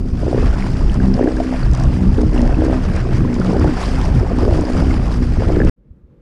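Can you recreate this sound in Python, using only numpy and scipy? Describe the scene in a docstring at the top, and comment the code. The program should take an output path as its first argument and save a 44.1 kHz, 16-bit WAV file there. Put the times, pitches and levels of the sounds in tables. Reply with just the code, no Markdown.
"""A propeller thumps about 62 times a second behind a small boat, with wind gusts, hissing wake and bubbles.
Each beat rings a pocket of air that the waves squeeze, and some beats slap; a steady hum lies beneath.
Shaped noise makes the wind and the wash; short damped tones make the bubbles, knocks and slaps.
The stern then cuts off hard, and after a short silence a faint, calm wind is heard from another seat."""
import sys
import numpy as np
from scipy import signal
from scipy.fft import rfft, irfft, next_fast_len
from scipy.io import wavfile
from scipy.ndimage import uniform_filter1d, map_coordinates

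SR = 44100
rng = np.random.default_rng(int(sys.argv[2]) if len(sys.argv) > 2 else 0)


def to_wav(sig):
    """Store sig (one row per channel, or 1-D mono) as 16-bit WAV at the path in sys.argv[1].

    Samples outside -1..1 are clipped; the rate is SR.
    """
    pcm = np.clip(np.atleast_2d(sig), -1, 1) * 32767
    pcm = np.round(pcm).astype(np.int16)
    wavfile.write(sys.argv[1], SR, pcm.T)  # frames by channels


def volts(x):
    """Linear amplitude factor 10**(x/20) for a level x in dB, scalar or array-like."""
    e = np.asarray(x, float) / 20
    return 10 ** e


N = 273861  # length in samples

# All levels are those ahead of the finishing in record().
# Light air after the cut. Each row: time in seconds, rush level in dB.
CALM_RUSH = [(5.76, -58), (5.951, -54), (6.21, -51)]
# Tone of that rush. Each row: frequency in Hz, relative level in dB.
RUSH_TONE = [(60, -20), (150, -2.5), (500, -13.5), (700, -30), (1300, -33), (2500, -43.5), (5000, -54),
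             (12000, -66)]
# Tone of the calm rumble. Each row: frequency in Hz, relative level in dB.
CALM_RUMBLE_TONE = [(15, -22.0), (40, -1), (90, -16.0), (160, -14), (220, -16), (300, -74.0)]
# Two puffs on the microphone port. Each row: start in seconds, level in dB, settled pitch in Hz.
PORT_PUFFS = [(5.906, -19.5, 80), (6.035, -26.5, 60.3)]
# Gusts at the stern. Each row: time in seconds, rumble level in dB, flutter level in dB.
GUSTS = [(0.0, -18, -22.5), (0.35, -25, -18), (0.4, -9.5, -19), (0.52, -13.5, -15), (0.6, -19, -20.5),
         (0.7, -18, -17), (0.79, -18, -15), (0.84, -12.5, -16), (1.12, -16, -15), (1.22, -23, -27),
         (1.33, -17.5, -26.5), (1.49, -25, -33), (1.73, -9, -15.5), (1.74, -20, -29), (1.88, -14.5, -13.5),
         (2.0, -31.5, -19.5), (2.09, -10, -15), (2.14, -26, -13.5), (2.2, -11, -29.5), (2.25, -19, -11.5),
         (2.3, -11.5, -20), (2.76, -17.5, -20), (2.9, -15.5, -17.5), (2.95, -14.5, -19), (3.53, -22.5, -21),
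         (3.64, -14.5, -14.5), (3.72, -15, -21.5), (3.85, -20.5, -26), (3.95, -15.5, -18.5),
         (4.22, -16.5, -15.5), (4.25, -21, -20), (4.61, -15, -13.5), (4.67, -23, -44), (4.74, -11, -21),
         (4.9, -15.5, -19), (5.3, -13, -18), (5.63, -18.5, -13), (5.69, -12, -16)]
# Tone of the low wind. Each row: frequency in Hz, relative level in dB.
RUMBLE_TONE = [(10, -21), (20, 3.5), (45, 2.5), (70, -7), (120, -29.5), (300, -101)]
# Tone of the rougher wind. Each row: frequency in Hz, relative level in dB.
FLUTTER_TONE = [(35, -39.5), (60, 3.5), (90, -0.5), (150, -6), (350, -18), (800, -44), (2000, -75)]
# Churned water. Each row: time in seconds, gurgle level in dB ahead of GURGLE_LIFT_DB, fizz level in dB.
WAKE_LEVELS = [(0.0, -59, -57), (0.21, -43.5, -46.5), (0.44, -35.5, -43), (0.89, -42, -47),
               (1.59, -37.5, -45), (2.04, -42.5, -46), (2.53, -37.5, -46), (3.26, -38.5, -46.5),
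               (3.57, -38.5, -46), (3.72, -33.5, -41), (3.92, -33, -37), (4.06, -36, -39),
               (4.26, -39.5, -48), (4.46, -38, -44), (4.72, -37, -43), (4.92, -35.5, -43),
               (5.18, -42.5, -46.5), (5.5, -37, -45.5)]
# Tone of the low wash. Each row: frequency in Hz, relative level in dB.
GURGLE_TONE = [(150, -36.5), (400, -1), (900, -9), (1250, -7.5), (1700, -8), (2500, -15.5), (4000, -27),
               (8000, -78)]
# Tone of the hiss. Each row: frequency in Hz, relative level in dB.
FIZZ_TONE = [(1200, -34), (2600, -4), (3900, -8.5), (4900, 1), (6500, -7.5), (9500, -12), (11500, -24),
             (14500, -41.5), (15400, -70)]
# Water thrown against the hull. Each row: start in seconds, length in seconds, level in dB.
SLOSHES = [(.95, 0.0098, -39), (1.03, 0.017, -41.5), (1.73, 0.039, -40), (2.965, 0.03, -35),
           (3.61, 0.014, -31), (4.76, 0.043, -46), (5.41, 0.022, -40)]
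# Spells of dense bubbling. Each row: start in seconds, length in seconds, level in dB.
FROTH_SPELLS = [(.42, 0.056, -43), (.57, 0.3, -43.5), (1.03, .04, -43), (1.17, 0.14, -43),
                (1.76, 0.071, -38), (2.0, .1, -42), (2.34, 0.39, -40), (3.3, .28, -54), (3.6, 0.059, -32),
                (3.76, 0.48, -36.5), (4.3, 0.27, -48), (4.78, 0.31, -39.5)]
# Spray cracking on the hull. Each row: time in seconds, relative level in dB.
SPRAY_CRACKS = [(0.9422, -31), (1.3654, -32), (1.7135, -34), (1.7344, -29), (1.7492, -28), (1.774, -33),
                (1.7984, -28), (1.836, -29), (2.2157, -31), (2.4169, -28.5), (2.6477, -31), (2.963, -28.5),
                (3.342, -31.5), (3.3988, -31), (3.5951, -31.5), (4.1499, -31), (4.6096, -30), (5.6485, -32)]
# Tone of a crack. Each row: frequency in Hz, relative level in dB.
CRACK_TONE = [(1500, -32.5), (3000, -7), (5000, 8), (9000, -3.5), (11500, -21), (14500, -42), (15400, -55)]
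# Single bubbles. Each row: start in seconds, level in dB, settled pitch in Hz, 60 dB decay in seconds.
SINGLE_BUBBLES = [(0.624, -9, 2200, 0.0052), (.641, -21.5, 1000, 0.033), (.826, -27, 1150, .025),
                  (0.944, -24, 1050, .025), (.897, -14.5, 3070, 0.0065), (1.001, -17, 1640, 0.014),
                  (1.141, -10, 5160, 0.005), (1.226, -17.5, 1840, 0.011), (1.2735, -16.5, 1680, 0.019),
                  (1.369, -19, 1680, 0.019), (1.4015, -5.5, 692, 0.038), (1.541, -16, 677, .035),
                  (1.633, -18.5, 4600, 0.0078), (2.081, -26, 1490, 0.01), (2.378, -16, 2820, 0.011),
                  (2.392, -22, 1930, 0.026), (2.544, -22.5, 2660, 0.02), (2.781, -25, 1050, 0.025),
                  (2.974, -17, 1630, .012), (3.248, -18.5, 1045, 0.03), (3.415, -14.5, 1400, 0.017),
                  (3.448, -17.5, 1260, 0.017), (3.543, -21, 1500, 0.016), (3.59, -33, 1200, 0.02),
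                  (3.598, -23, 5100, 0.01), (3.676, -20, 1500, 0.027), (3.836, -22, 4050, 0.014),
                  (4.014, -17, 3230, 0.0075), (4.046, -16, 880, 0.029), (4.299, -24, 1220, 0.035),
                  (4.394, -20.5, 1030, 0.025), (4.908, -21.5, 2150, 0.024), (5.075, -19, 1080, 0.023),
                  (5.602, -9, 1730, 0.012), (5.617, -9.5, 1740, 0.016)]
# Steady drive through the bracket. Each row: multiple of the beat, central level in dB.
HUM_PARTIALS = [(2, -31.5), (3, -31.5), (4, -32), (5, -36.5), (6, -40), (7, -47), (8, -51)]
# Propeller beat, rising and falling with the swell. Each row: time in seconds, nominal rate in Hz.
BEAT_RATE = [(0.0, 62.59), (0.3, 62.53), (0.65, 64.23), (1.0, 63.44), (1.3, 62.86), (1.6, 63.5),
             (1.9, 61.98), (2.3, 61.8), (2.6, 62.21), (2.85, 65.03), (3.1, 62.05), (3.45, 60.82),
             (3.75, 62.83), (4.0, 66.07), (4.25, 61.68), (4.6, 63.81), (4.9, 64.04), (5.2, 60.58),
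             (5.69, 61.38)]
# Beats where a blade slaps air. Each row: time in seconds, relative level in dB, pitch in Hz before scaling.
BLADE_SLAPS = [(0.231, -16.5, 390), (0.265, -15, 383), (0.28, -11, 305), (0.328, -8, 420),
               (0.345, -8.5, 320), (0.377, -10.5, 315), (0.425, -12, 318), (.958, -19, 400),
               (1.052, -24, 485), (1.177, -14, 397), (1.193, -7.5, 430), (1.208, -6.5, 317),
               (1.227, -10, 325), (1.258, -11.5, 338), (1.275, -9, 308), (1.291, -14, 320),
               (1.525, -14, 484), (2.182, -13.5, 290), (2.232, -13.5, 427), (2.345, -18, 310),
               (2.361, -18, 487), (2.426, -11, 332), (2.479, -23, 423), (2.585, -15, 304),
               (2.619, -9.5, 455), (2.635, -12.5, 310), (2.65, -13, 323), (2.681, -13, 420),
               (2.697, -12, 497), (2.728, -12.5, 514), (2.852, -20.5, 430), (2.945, -19, 405),
               (3.399, -14, 307), (3.446, -23, 424), (3.529, -13, 324), (3.564, -14, 330), (3.61, -14, 300),
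               (3.643, -7.5, 493), (4.229, -13.5, 275), (4.316, -15, 366), (4.445, -18, 380),
               (4.478, -7.5, 336), (4.51, -13, 520), (4.525, -11, 423), (4.59, -13, 413),
               (4.636, -12.5, 328), (4.683, -14.5, 440), (4.699, -11.5, 405), (4.75, -14.5, 380),
               (4.822, -15, 465), (5.369, -19, 493), (5.42, -11, 423), (5.486, -14.5, 320), (5.5, -12, 400),
               (5.554, -21, 364), (5.568, -9, 283), (5.602, -9.5, 290), (5.649, -17.5, 324)]
# Air pocket squeezed by each wave. Each row: time in seconds, nominal pitch in Hz.
POCKET_PITCH = [(0, 135), (.3, 302), (.55, 172), (.8, 257), (1.05, 198.6), (1.14, 203), (1.26, 275),
                (1.4, 256), (1.55, 237), (1.62, 128), (1.75, 132.6), (1.9, 135.7), (2.07, 187), (2.25, 282),
                (2.43, 235), (2.64, 285), (2.78, 241), (2.92, 182), (2.99, 129.3), (3.18, 127), (3.26, 274),
                (3.42, 185), (3.55, 190), (3.63, 326), (3.8, 184), (3.95, 253), (4.08, 199), (4.14, 127),
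                (4.27, 128), (4.34, 240), (4.58, 290), (4.7, 250), (4.95, 242), (5.1, 196.4), (5.25, 246),
                (5.6, 319), (5.69, 248)]
# Spells when the pocket rings loud. Each row: start in seconds, length in seconds, relative level in dB.
LOUD_RINGING = [(.24, 0.17, -19), (.6, 0.086, -28), (.78, 0.061, -28), (1.0, 0.13, -12.5),
                (1.19, 0.11, -15), (1.38, 0.15, -17.5), (1.6, 0.13, -23), (1.78, 0.26, -19),
                (2.02, 0.045, -14), (2.2, 0.034, -12.5), (2.345, 0.081, -13), (2.6, 0.15, -12.5),
                (2.89, 0.028, -20.5), (2.98, 0.25, -24), (3.22, 0.099, -17), (3.36, 0.16, -15),
                (3.6, 0.087, -12.5), (3.88, 0.067, -22.5), (4.12, 0.1, -24.5), (4.3, 0.1, -19),
                (4.45, 0.18, -18), (4.68, 0.24, -20), (5.18, 0.11, -23.5), (5.52, 0.16, -15.5)]
# The blade draws air and knocks. Each row: start in seconds, length in seconds, relative level in dB.
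AIR_GULPS = [(.23, 0.19, -22), (.78, 0.07, -30), (.96, 0.11, -30), (1.16, 0.18, -17.5), (1.39, 0.042, -19),
             (1.5, 0.048, -20), (2.18, 0.034, -15.5), (2.33, 0.095, -17), (2.41, 0.11, -13),
             (2.6, 0.17, -19.5), (3.05, 0.03, -17), (3.27, 0.029, -26), (3.4, 0.088, -19.5),
             (3.49, 0.077, -14), (3.6, 0.095, -16), (4.22, 0.016, -20), (4.31, 0.018, -20),
             (4.43, 0.11, -14.5), (4.58, 0.16, -18), (4.75, 0.076, -21.5), (5.04, 0.048, -22),
             (5.41, 0.078, -15), (5.48, 0.23, -20)]

CUT_S, RETURN_S = 5.697, 5.762  # the stern stops; the calm seat starts
CALM_RUMBLE_DB = -50
GUSTY_DB, GUSTS_PER_S = 2, 10  # quick changes on top of the gusts
GURGLE_LIFT_DB, CHOP_DB = 4, 0.5  # lift of the gurgle; depth of small waves
RING_REST_DB, KNOCK_REST_DB = -38.5, -40  # relative levels between spells
SWELL_S, FADE_S = 0.024, 0.044  # rise and fall of a ringing spell


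def unit(x):
    """Scale to rms 1."""
    return x / np.sqrt(np.mean(x ** 2) + 1e-20)


def curves(rows):
    """Draw one value per sample for each column after the time."""
    s, *cols = np.transpose(rows)
    return [np.interp(np.arange(N) / SR, s, c) for c in cols]


def wobble(rate):
    """Draw a smooth random curve with rate knots a second."""
    knots = rng.standard_normal(int(N * rate / SR) + 4)
    return map_coordinates(knots, [np.arange(N) * rate / SR])


def colour(x, spectrum):
    """Filter x through a spectrum in Hz and dB, then scale to rms 1."""
    m = next_fast_len(N + 8192)
    hz, db = np.transpose(spectrum)
    bins = np.fft.rfftfreq(m, 1 / SR)
    gain = volts(np.interp(np.log(bins + 1), np.log(hz + 1), db))
    return unit(irfft(rfft(x, m) * gain, m)[:N])


def patchy(patchy_db, size=512):
    """White noise with blotches of random gain in time and frequency."""
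    z = signal.stft(rng.standard_normal(N), nperseg=size)[2]
    field = uniform_filter1d(rng.standard_normal(z.shape), size=5, axis=0)
    field = uniform_filter1d(field, size=3, axis=1)
    return signal.istft(z * volts(patchy_db * unit(field)), nperseg=size)[1][:N]


def rings(s, gain, hz, t60, glide, attack, count):
    """Damped tones, count samples each; the pitch starts at (1 + glide) times hz and settles."""
    t, hz, t60 = np.arange(count) / SR, hz[:, None], t60[:, None]
    settle = t60 / 4
    phase = 2 * np.pi * hz * (t + glide * settle * (1 - np.exp(-t / settle)))
    envelope = volts(-60 * t / t60) * (1 - np.exp(-t / attack))
    tone = gain[:, None] * np.sin(phase) * envelope
    at = np.round(s * SR).astype(int)[:, None] + np.arange(count)
    return np.bincount(at.ravel(), tone.ravel(), N + count + SR)[:N]


def grains(count, hz, spread, turns, size_db, glide, attack, size):
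    """Random bubbles or droplets at rms 1: log-normal pitch, decay of turns cycles, rarely large."""
    u, g = rng.random((count, 2)), rng.standard_normal(count)
    pitch = np.clip(hz * np.exp(spread * g), 250, 14000)
    gain = volts(-size_db * np.log(u[:, 1] + .03))
    return unit(rings(u[:, 0] * N / SR, gain, pitch, turns / pitch, glide, attack, count=size))


def puffs(count, life, size_db):
    """Gain that jumps for a few ms each time a crest bursts."""
    u = rng.random((count, 2))
    hits = np.bincount((u[:, 0] * N).astype(int), volts(-size_db * np.log(u[:, 1] + .06)), N)
    t = np.arange(2000) / SR
    return signal.fftconvolve(hits, t / life * np.exp(1 - t / life))[:N]


def spells(rows, rest_db, rise, fall):
    """Level in dB: a resting level, and swells that rise, hold and fade."""
    s, length, db = np.transpose(rows)[:, :, None]
    t = np.arange(0, N, 64) / SR
    before, after = np.maximum(s - t, 0), np.maximum(t - s - length, 0)
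    shape = np.exp(-(before / rise) ** 2 - (after / fall) ** 2)
    level = volts(rest_db) + np.max(volts(db) * shape, axis=0)
    return np.interp(np.arange(N) / SR, t, 20 * np.log10(level))


def turning():
    """Count beats since the start, nudged so each slap falls near a whole beat."""
    turns = np.cumsum(curves(BEAT_RATE)[0]) / SR
    at = np.round(np.transpose(BLADE_SLAPS)[0] * SR).astype(int)
    offset = np.unwrap(2 * np.pi * turns[at] % (2 * np.pi)) / (2 * np.pi)
    slip = np.interp(np.arange(N), at, offset)
    return turns - uniform_filter1d(slip, size=5000)


def calm_wind():
    """Light air on a sheltered microphone: low rumble, soft rush and damped puffs."""
    rush_db, = curves(CALM_RUSH)
    rumble = colour(rng.standard_normal(N), CALM_RUMBLE_TONE)
    rush = colour(volts(.7 * wobble(25)) * patchy(1), RUSH_TONE)
    s, db, hz = np.transpose(PORT_PUFFS)
    bumps = rings(s, volts(db), hz, 4.2 / hz, -.1, 0.0051, count=4000)
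    return volts(CALM_RUMBLE_DB + 3.2 * wobble(20)) * rumble + volts(rush_db) * rush + bumps


def wind():
    """Eddies on the microphone port: a rumble of like-sized lumps and a rougher flutter."""
    rumble_db, flutter_db = (db + GUSTY_DB * wobble(GUSTS_PER_S) for db in curves(GUSTS))
    rumble = colour(rng.standard_normal(N), RUMBLE_TONE)
    flutter = colour(volts(4.1 * wobble(30)) * rng.standard_normal(N), FLUTTER_TONE)
    # Even out the lumps over about 50 ms.
    rumble = unit(rumble / (uniform_filter1d(rumble ** 2, size=2200) + 0.09) ** 0.39)
    flutter = unit(flutter / (uniform_filter1d(flutter ** 2, size=2200) + 0.095) ** 0.29)
    return volts(rumble_db) * rumble + volts(flutter_db) * flutter


def wake():
    """Churned water: noise and bubbles below, fizz and droplets above, surging together."""
    gurgle_db, fizz_db = (db + CHOP_DB * wobble(12) for db in curves(WAKE_LEVELS))
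    thrown = volts(spells(SLOSHES, -55.5, 0.0048, 0.011))
    surge = volts(1.3 * wobble(20)) * (1.5 + 0.66 * puffs(count=450, life=0.0015, size_db=1.5))
    bubbles = grains(count=1800, hz=1400, spread=0.583, turns=19.7, size_db=2,
                     glide=-0.19, attack=0.001, size=1200)
    drops = grains(count=7000, hz=5000, spread=.5, turns=11, size_db=3,
                   glide=-.2, attack=.0003, size=400)
    gurgle = unit(colour(surge * patchy(1.3), GURGLE_TONE) + 0.6 * surge * bubbles)
    fizz = colour(surge * (patchy(2.4) + 0.64 * drops), FIZZ_TONE)
    gurgle_gain = volts(gurgle_db + GURGLE_LIFT_DB) + thrown
    return gurgle_gain * gurgle + (volts(fizz_db) + 0.062 * thrown) * fizz


def froth():
    """Clouds of larger bubbles whose pitch rises as each one rings."""
    cloud = grains(count=1400, hz=1050, spread=.35, turns=22.8, size_db=1.0,
                   glide=-0.22, attack=0.0026, size=1500)
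    return volts(spells(FROTH_SPELLS, -50.5, 0.02, 0.066) + 2.9 * wobble(10)) * cloud


def spray():
    """The clearest cracks of spray: bell-shaped noise bursts about 3 ms wide."""
    s, db = np.transpose(SPRAY_CRACKS)
    t = np.arange(500) / SR
    shape = np.exp(-((t - .003) / 0.0016) ** 2)
    burst = volts(db[:, None] + 1.5) * shape * rng.standard_normal((len(s), len(t)))
    at = np.round((s - .002) * SR).astype(int)[:, None] + np.arange(len(t))
    cracks = np.bincount(at.ravel(), burst.ravel(), N)
    return volts(-6.0) * np.std(cracks) * colour(cracks, CRACK_TONE)


def single_bubbles():
    """The clearest bubbles: damped tones whose pitch barely rises."""
    s, db, hz, t60 = np.transpose(SINGLE_BUBBLES)
    return rings(s, volts(db), hz, t60, -.04, .0007, count=2000)


def hum():
    """Multiples of the beat carried by the hull, each wavering on its own."""
    phase = 2 * np.pi * turning()
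    partials = (volts(db + 2.54 * wobble(4.6)) * np.sin(round(k) * phase + .5 * wobble(3.325))
                for k, db in HUM_PARTIALS)
    return sum(partials)


def slaps():
    """The hardest beats: a blade slaps air, a short knock falling in pitch."""
    s, db, hz = np.transpose(BLADE_SLAPS)
    return rings(s + 0.001, volts(db + 14.0), 0.763 * hz, 5.97 / hz, 1.394, 0.0033, count=2000)


def propeller():
    """Each beat rings two modes of the air pocket and, unless it slaps, adds an uneven falling knock."""
    beat = np.flatnonzero(np.diff(np.floor(turning())))
    slap_s = np.transpose(BLADE_SLAPS)[0]
    slapped = np.abs(beat[:, None] / SR - slap_s).min(axis=1) < .006
    pocket_hz, = curves(POCKET_PITCH)
    ring_db = spells(LOUD_RINGING, RING_REST_DB, SWELL_S, FADE_S)
    knock_db = spells(AIR_GULPS, KNOCK_REST_DB, 0.019, 0.023) + 2 * wobble(14)
    g = rng.standard_normal((len(beat), 5))  # unevenness of each beat
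    s, hz = np.abs(beat / SR + 0.00026 * g[:, 0]), pocket_hz[beat]

    lower_gain = volts(ring_db[beat] + 5.5 + 2.73 * g[:, 1])
    lower = rings(s, lower_gain, hz * np.exp(0.019 * g[:, 2]), 13 / hz, 0.077, 0.00074, count=4000)
    upper_hz = hz + 120
    upper_gain = volts(ring_db[beat] - 1.5 + 5.2 * g[:, 2])
    upper = rings(s, upper_gain, upper_hz, 12 / upper_hz, 0.086, 0.0042, count=4000)

    knock_hz = (0.882 * hz + 140) * np.exp(0.2 * np.tanh(g[:, 4]))
    knock_gain = ~slapped * volts(knock_db[beat] + 8.5 + 1.6 * np.tanh(g[:, 3]))
    knock = rings(s, knock_gain, knock_hz, 7 / knock_hz, 0.89, 0.006, count=2000)
    # Hard knocking sheds big bubbles.
    glugs = grains(count=900, hz=560, spread=0.388, turns=17.6, size_db=2.5,
                   glide=-0.25, attack=0.006, size=3000)
    return lower + upper + knock + volts(knock_db - 9.5) * glugs


def scene():
    """The stern, a cut, then the calm seat fading in."""
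    t = np.arange(N) / SR
    water = wake() + froth() + spray() + single_bubbles()
    stern = wind() + water + hum() + slaps() + propeller()
    stern = signal.sosfilt(signal.butter(1, 12, "high", fs=SR, output="sos"), stern)
    cut = np.clip((CUT_S - t) * 1000, 0, 1)  # 1 ms fade
    calm = calm_wind() * np.clip((t - RETURN_S) / 0.017, 0, 1)
    return (stern * cut + calm)[None]


def low_pass(x):
    """Removes everything above the highest recorded frequency."""
    return signal.sosfilt(signal.butter(12, 15200, fs=SR, output="sos"), x)


def record(dry):
    """Gain control rides the gusts down, then the sharpest peaks are softly clipped."""
    level = np.sqrt(np.abs(uniform_filter1d(dry ** 2, size=1800, axis=1)))  # over about 41 ms
    x = dry / (1 + (level / volts(-7.0)) ** 2) ** 0.17 * volts(0.5)
    x = x / (1 + np.abs(x / .92) ** 6) ** (1 / 6)
    return low_pass(x)


dry = scene()
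out = record(dry)
to_wav(out)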